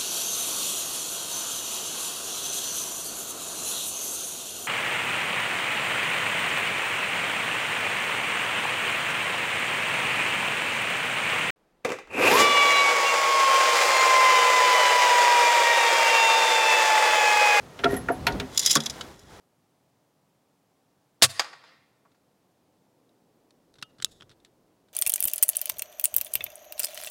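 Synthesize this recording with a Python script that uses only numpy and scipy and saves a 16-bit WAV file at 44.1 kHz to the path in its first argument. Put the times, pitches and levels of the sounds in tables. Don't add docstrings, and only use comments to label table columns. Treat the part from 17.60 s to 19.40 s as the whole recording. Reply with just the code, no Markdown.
import sys
import numpy as np
from scipy import signal
from scipy.io import wavfile

SR = 44100
rng = np.random.default_rng(int(sys.argv[2]) if len(sys.argv) > 2 else 0)


def transcribe(u):
    v = np.clip(np.atleast_2d(u).T, -1, 1)
    q = np.round(v * 32767).astype(np.int16)
    wavfile.write(sys.argv[1], SR, q)


N = 79380
TIME_S = np.arange(N) / SR
BANDS_HZ = 31.25 * 2 ** (np.arange(28) / 3)
BEND_DELAY_S, BEND_RISE_S = 0.001943, 0.0025

# pitch_hz, level_db, t60_s
PIPE_MODES = [(260.3, -5.5, 0.26), (402.4, 3, 0.2), (469.7, -5, 0.14), (690.2, -3, 0.15), (743, -10, 0.37),
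              (930.4, -8.5, 0.21), (1389.6, -2, 0.084), (1910, -20, 0.24)]
# pitch_hz, level_db, t60_s
PING_MODES = [(10850, -4, 0.15), (11310, -9, 0.067), (11900, -10, 0.07)]
# pitch_hz, level_db
TOOL_MODES = [(2100, -8), (3274, -6.5), (3450, 1), (3865, -2), (5032, -4.5), (5500, -6), (5850, -7),
              (6900, -8), (7160, -7)]
# band_hz, level_db
TOOL_CROWD = [(1200, -10), (2600, -15.5), (3600, -9), (6500, -6.5), (8700, -15.5), (10300, -7.5),
              (15500, -19)]


def pipe_knocks(ring_db=-2.5):
    knock_bands_hz = [260, 750, 1400, 3500, 10000]
    # start_s, then level_db at each of knock_bands_hz
    knocks = [(0.189, -44, -40, -42.5, -34.5, -61), (0.2347, -32, -31.5, -21.5, -38, -52),
              (0.2404, -16.5, -26, -29.5, -22.5, -45), (0.326, -23.5, -27.5, -48, -51, -64),
              (0.4835, -27, -26.5, -20, -45.5, -47.5), (0.494, -29.5, -23, -72, -70, -80),
              (0.6664, -39.5, -23, -23, -16.5, -32), (0.7972, -35.5, -36.5, -32, -29, -42.5),
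              (1.153, -33, -32.5, -20.5, -31.5, -42)]
    # band_hz, level_db, t60_s
    crowd = [(134, -22.5, 0.14), (387, -6, 0.18), (1090, -12.5, 0.15), (1570, -2.5, 0.094),
             (3800, -4.5, 0.042), (15500, -10, 0.063)]
    blows = [(start_s, list(zip(knock_bands_hz, levels_db))) for start_s, *levels_db in knocks]
    out = np.zeros(N)
    for hz, mode_db, t60_s in PIPE_MODES:
        for start_s, spectrum in blows:
            gain = from_db(ring_db + mode_db + at_hz(spectrum, hz))
            add(out, arrival_s(start_s, hz), gain * ring(hz, BEND_RISE_S * slowness(hz), t60_s))
    for hz in BANDS_HZ[6:]:
        t60_s = at_hz(crowd, hz, column=2)
        shape = envelope(BEND_RISE_S * slowness(hz), t60_s, tail_db=-29, tail_t60_s=0.55)
        power = np.zeros(N)
        for start_s, spectrum in blows:
            gain = from_db(at_hz(crowd, hz) + at_hz(spectrum, hz))
            add(power, arrival_s(start_s, hz), (gain * shape) ** 2)
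        out += np.sqrt(power) * band_noise(hz)
    return out


def wrench_clank(start_s=0.6665):
    # pitch_hz, level_db, t60_s
    modes = [(925, -28, 0.18), (1450, -29, 0.19), (2473, -25, 0.059), (3350, -25.5, .05),
             (4340, -23, 0.056), (11580, -33.5, 0.07)]
    return struck(modes, start_s, BEND_RISE_S)


def squeaks():
    # start_s, length_s, pitch_hz, level_db
    slips = [(0.251, 0.024, 1370, -18.5), (0.243, 0.049, 691, -22), (0.492, 0.042, 692, -22.5),
             (0.815, 0.061, 255, -37), (1.04, .11, 5035, -29.5)]
    out = np.zeros(N)
    for start_s, length_s, hz, level_db in slips:
        n = int(length_s * SR)
        add(out, start_s, from_db(level_db) * np.hanning(n) * tone(hz, n))
    return out


def jaw_drag(whine_hz=1875):
    # time_s, level_db
    contour = [(.17, -62), (.28, -41.5), (.325, -29.5), (.375, -36.5), (.42, -62)]
    whine = from_db(-6) * rubbed([(whine_hz, 0)], width_hz=40)
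    pipe = from_db(-1) * rubbed([mode for mode in PIPE_MODES if mode[0] < whine_hz], width_hz=19)
    scrape = from_db(-16) * rubbed(TOOL_MODES, width_hz=700)
    loose_part = from_db(-19) * rubbed(PING_MODES, width_hz=200)
    return gain_curve(contour) * (whine + pipe + scrape + loose_part)


def loose_part_pings(rise_s=0.00053):
    # start_s, level_db
    jolts = [(0.365, -32), (0.518, -40.5)]
    out = np.zeros(N)
    for start_s, level_db in jolts:
        for hz, mode_db, t60_s in PING_MODES:
            add(out, start_s, from_db(level_db + mode_db) * ring(hz, rise_s, t60_s))
    return out


def steel_clinks(rise_s=0.0011, chatter_s=0.0027, t60_s=0.03, contact_db=-7.5, strong_db=-5, hiss_db=-5):
    # start_s, level_db, contact_hz
    clinks = [(0.2415, -27, 3340), (0.722, -41.5, 4600), (0.799, -30.5, 3700), (0.975, -15, 6925),
              (0.9765, -24.5, 3865), (0.993, -17, 7140), (0.9975, -24, 5760), (1.014, -30, 6580),
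              (1.031, -34, 5240), (1.050, -24.5, 5430), (1.0603, -10.5, 6430), (1.072, -20, 5050),
              (1.097, -22, 5340), (1.107, -16.5, 5660), (1.112, -13.5, 7380), (1.127, -24, 6850),
              (1.1525, -13.5, 6500), (1.159, -18, 5570), (1.168, -22.5, 4570), (1.203, -27.5, 4900),
              (1.2352, -38, 6200), (1.2588, -26.5, 6350), (1.2625, -25, 3540), (1.2975, -28.5, 4990),
              (1.3035, -34, 6000), (1.4095, -27, 3050), (1.5925, -49.5, 6950)]
    out = np.zeros(N)
    for start_s, level_db, contact_hz in clinks:
        add(out, start_s, from_db(level_db + contact_db) * ring(contact_hz, rise_s, t60_s, chatter_s))
        for hz, mode_db in TOOL_MODES:
            gain = from_db(level_db + strong_db + mode_db + rng.normal(0, 3))
            gain *= excitation(hz, contact_hz, spread_oct=0.45)
            detuned_hz = hz * (1 + 0.026 * rng.uniform(-0.98, 1))
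            add(out, start_s, gain * ring(detuned_hz, rise_s, t60_s=0.035, hold_s=chatter_s))
    shape = envelope(rise_s, t60_s, tail_db=-38, tail_t60_s=0.22, hold_s=chatter_s)
    for hz in BANDS_HZ[16:]:
        power = np.zeros(N)
        for start_s, level_db, contact_hz in clinks:
            gain = from_db(level_db + at_hz(TOOL_CROWD, hz)) * excitation(hz, contact_hz)
            add(power, start_s, (gain * shape) ** 2)
            add(out, start_s, gain * weak_modes(hz, shape))
        out += from_db(hiss_db) * np.sqrt(power) * band_noise(hz)
    return out


def tool_slide(grain_s=0.00081, contact_hz=6000, grit_db=-3, ring_db=-1):
    # time_s, level_db
    contour = [(.87, -72), (.955, -45), (1.03, -35), (1.085, -30.5), (1.15, -29), (1.19, -47), (1.5, -63.5)]
    grit, shared_catches = np.zeros(N), catches()
    for hz in BANDS_HZ[16:]:
        grains = signal.lfilter([1], [1, -np.exp(-1 / (grain_s * SR))], shared_catches + catches())
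        gain = from_db(at_hz(TOOL_CROWD, hz)) * excitation(hz, contact_hz)
        grit += gain * grains * band_noise(hz)
    ringing = rubbed(TOOL_MODES, width_hz=74)
    return gain_curve(contour) * (from_db(grit_db) * grit / grit.std() + from_db(ring_db) * ringing)


def cabinet_bump(start_s=1.154):
    # pitch_hz, level_db, t60_s
    modes = [(149.7, -25.5, 0.19), (225, -29, 0.31), (291, -15.5, 0.069), (552.6, -30, 0.14),
             (1122, -11.5, 0.042)]
    return struck(modes, start_s, rise_1khz_s=0.0067)


def cabinet_shudder():
    # time_s, level_db
    contour = [(.19, -51), (.3, -34.5), (.42, -41.5), (.6, -40), (.76, -30), (.85, -43), (.96, -54.5)]
    # band_hz, level_db
    spectrum = [(30, -34), (48, -1.5), (160, 3.5), (300, 1.5), (700, -3.5), (6000, -25)]
    return gain_curve(contour) * coloured_noise(spectrum)


def sleeve_and_air():
    # time_s, level_db
    contour = [(.14, -50.5), (.21, -47.5), (.95, -46), (1.25, -44.5), (1.39, -42.5), (1.52, -48.5),
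               (1.57, -60.5), (1.67, -59), (1.71, -49.5)]
    # band_hz, level_db
    spectrum = [(30, -17), (60, -9.5), (330, -1.5), (1000, -0.5), (2500, -6), (6000, -7), (15500, -16)]
    return gain_curve(contour) * coloured_noise(spectrum)


def slowness(hz):
    return np.sqrt(1000 / hz)


def arrival_s(start_s, hz):
    return start_s + BEND_DELAY_S * slowness(hz)


def struck(modes, start_s, rise_1khz_s):
    out = np.zeros(N)
    for hz, level_db, t60_s in modes:
        mode = ring(hz, rise_1khz_s * slowness(hz), t60_s)
        add(out, arrival_s(start_s, hz), from_db(level_db) * mode)
    return out


def excitation(hz, contact_hz, spread_oct=0.99):
    return np.exp(-0.5 * (np.log2(hz / contact_hz) / spread_oct) ** 2)


def weak_modes(hz, shape, count=3):
    t = TIME_S[:SR // 10]
    pitches_hz = hz * 2 ** (rng.uniform(-1, 1, (count, 1)) / 6)
    sines = np.sin(2 * np.pi * (pitches_hz * t + rng.random((count, 1))))
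    return shape[:len(t)] * sines.sum(0) / np.sqrt(count)


def catches(rate_per_s=530):
    return (rng.random(N) < rate_per_s / SR) * rng.uniform(0.12, 1, N) + 1e-18


def rubbed(modes, width_hz):
    radius = np.exp(-np.pi * width_hz / SR)
    out, drive = np.zeros(N), catches()
    for hz, level_db, *_ in modes:
        feedback = [1, -2 * radius * np.cos(2 * np.pi * hz / SR), radius ** 2]
        out += from_db(level_db) * signal.lfilter([1, 0, -1], feedback, drive)
    return out / out.std()


def ring(hz, rise_s, t60_s, hold_s=0):
    shape = envelope(rise_s, t60_s, hold_s=hold_s)
    return shape * tone(hz, len(shape))


def tone(hz, n):
    return np.sqrt(2) * np.sin(2 * np.pi * (hz * TIME_S[:n] + rng.random()))


def envelope(rise_s, t60_s, tail_db=-200, tail_t60_s=1, hold_s=0):
    t = TIME_S[:SR // 2]
    fall = np.log(1000) * np.maximum(t - hold_s, 0)
    decay = np.exp(-fall / t60_s) + from_db(tail_db) * np.exp(-fall / tail_t60_s)
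    return np.minimum(t / rise_s, 1) * decay


def band_noise(hz):
    sos = signal.butter(2, [hz / 2 ** (1 / 6), hz * 2 ** (1 / 6)], "band", fs=SR, output="sos")
    noise = signal.sosfilt(sos, rng.standard_normal(N + SR // 4))[-N:]
    return noise / noise.std()


def coloured_noise(spectrum):
    noise = sum(from_db(at_hz(spectrum, hz)) * band_noise(hz) for hz in BANDS_HZ)
    return noise / noise.std()


def at_hz(table, hz, column=1):
    columns = np.transpose(table)
    return np.interp(np.log(hz), np.log(columns[0]), columns[column])


def gain_curve(contour):
    return from_db(np.interp(TIME_S, *np.transpose(contour)))


def from_db(db):
    return 10 ** (np.asarray(db) / 20)


def add(out, start_s, sound):
    i = int(start_s * SR)
    out[i:i + len(sound)] += sound[:N - i]


def scene():
    background = cabinet_shudder() + sleeve_and_air()
    knocks_and_scrapes = pipe_knocks() + wrench_clank() + squeaks() + jaw_drag()
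    bright_steel = loose_part_pings() + steel_clinks() + tool_slide()
    return (knocks_and_scrapes + bright_steel + cabinet_bump() + background)[None]


def record(dry, low_cut_hz=42.4, high_cut_hz=15900):
    low_cut = signal.butter(4, low_cut_hz, "high", fs=SR, output="sos")
    high_cut = signal.ellip(10, 0.1, 80, high_cut_hz, fs=SR, output="sos")
    return signal.sosfilt(high_cut, signal.sosfilt(low_cut, np.tanh(dry)))


dry = scene()
out = record(dry)
transcribe(out)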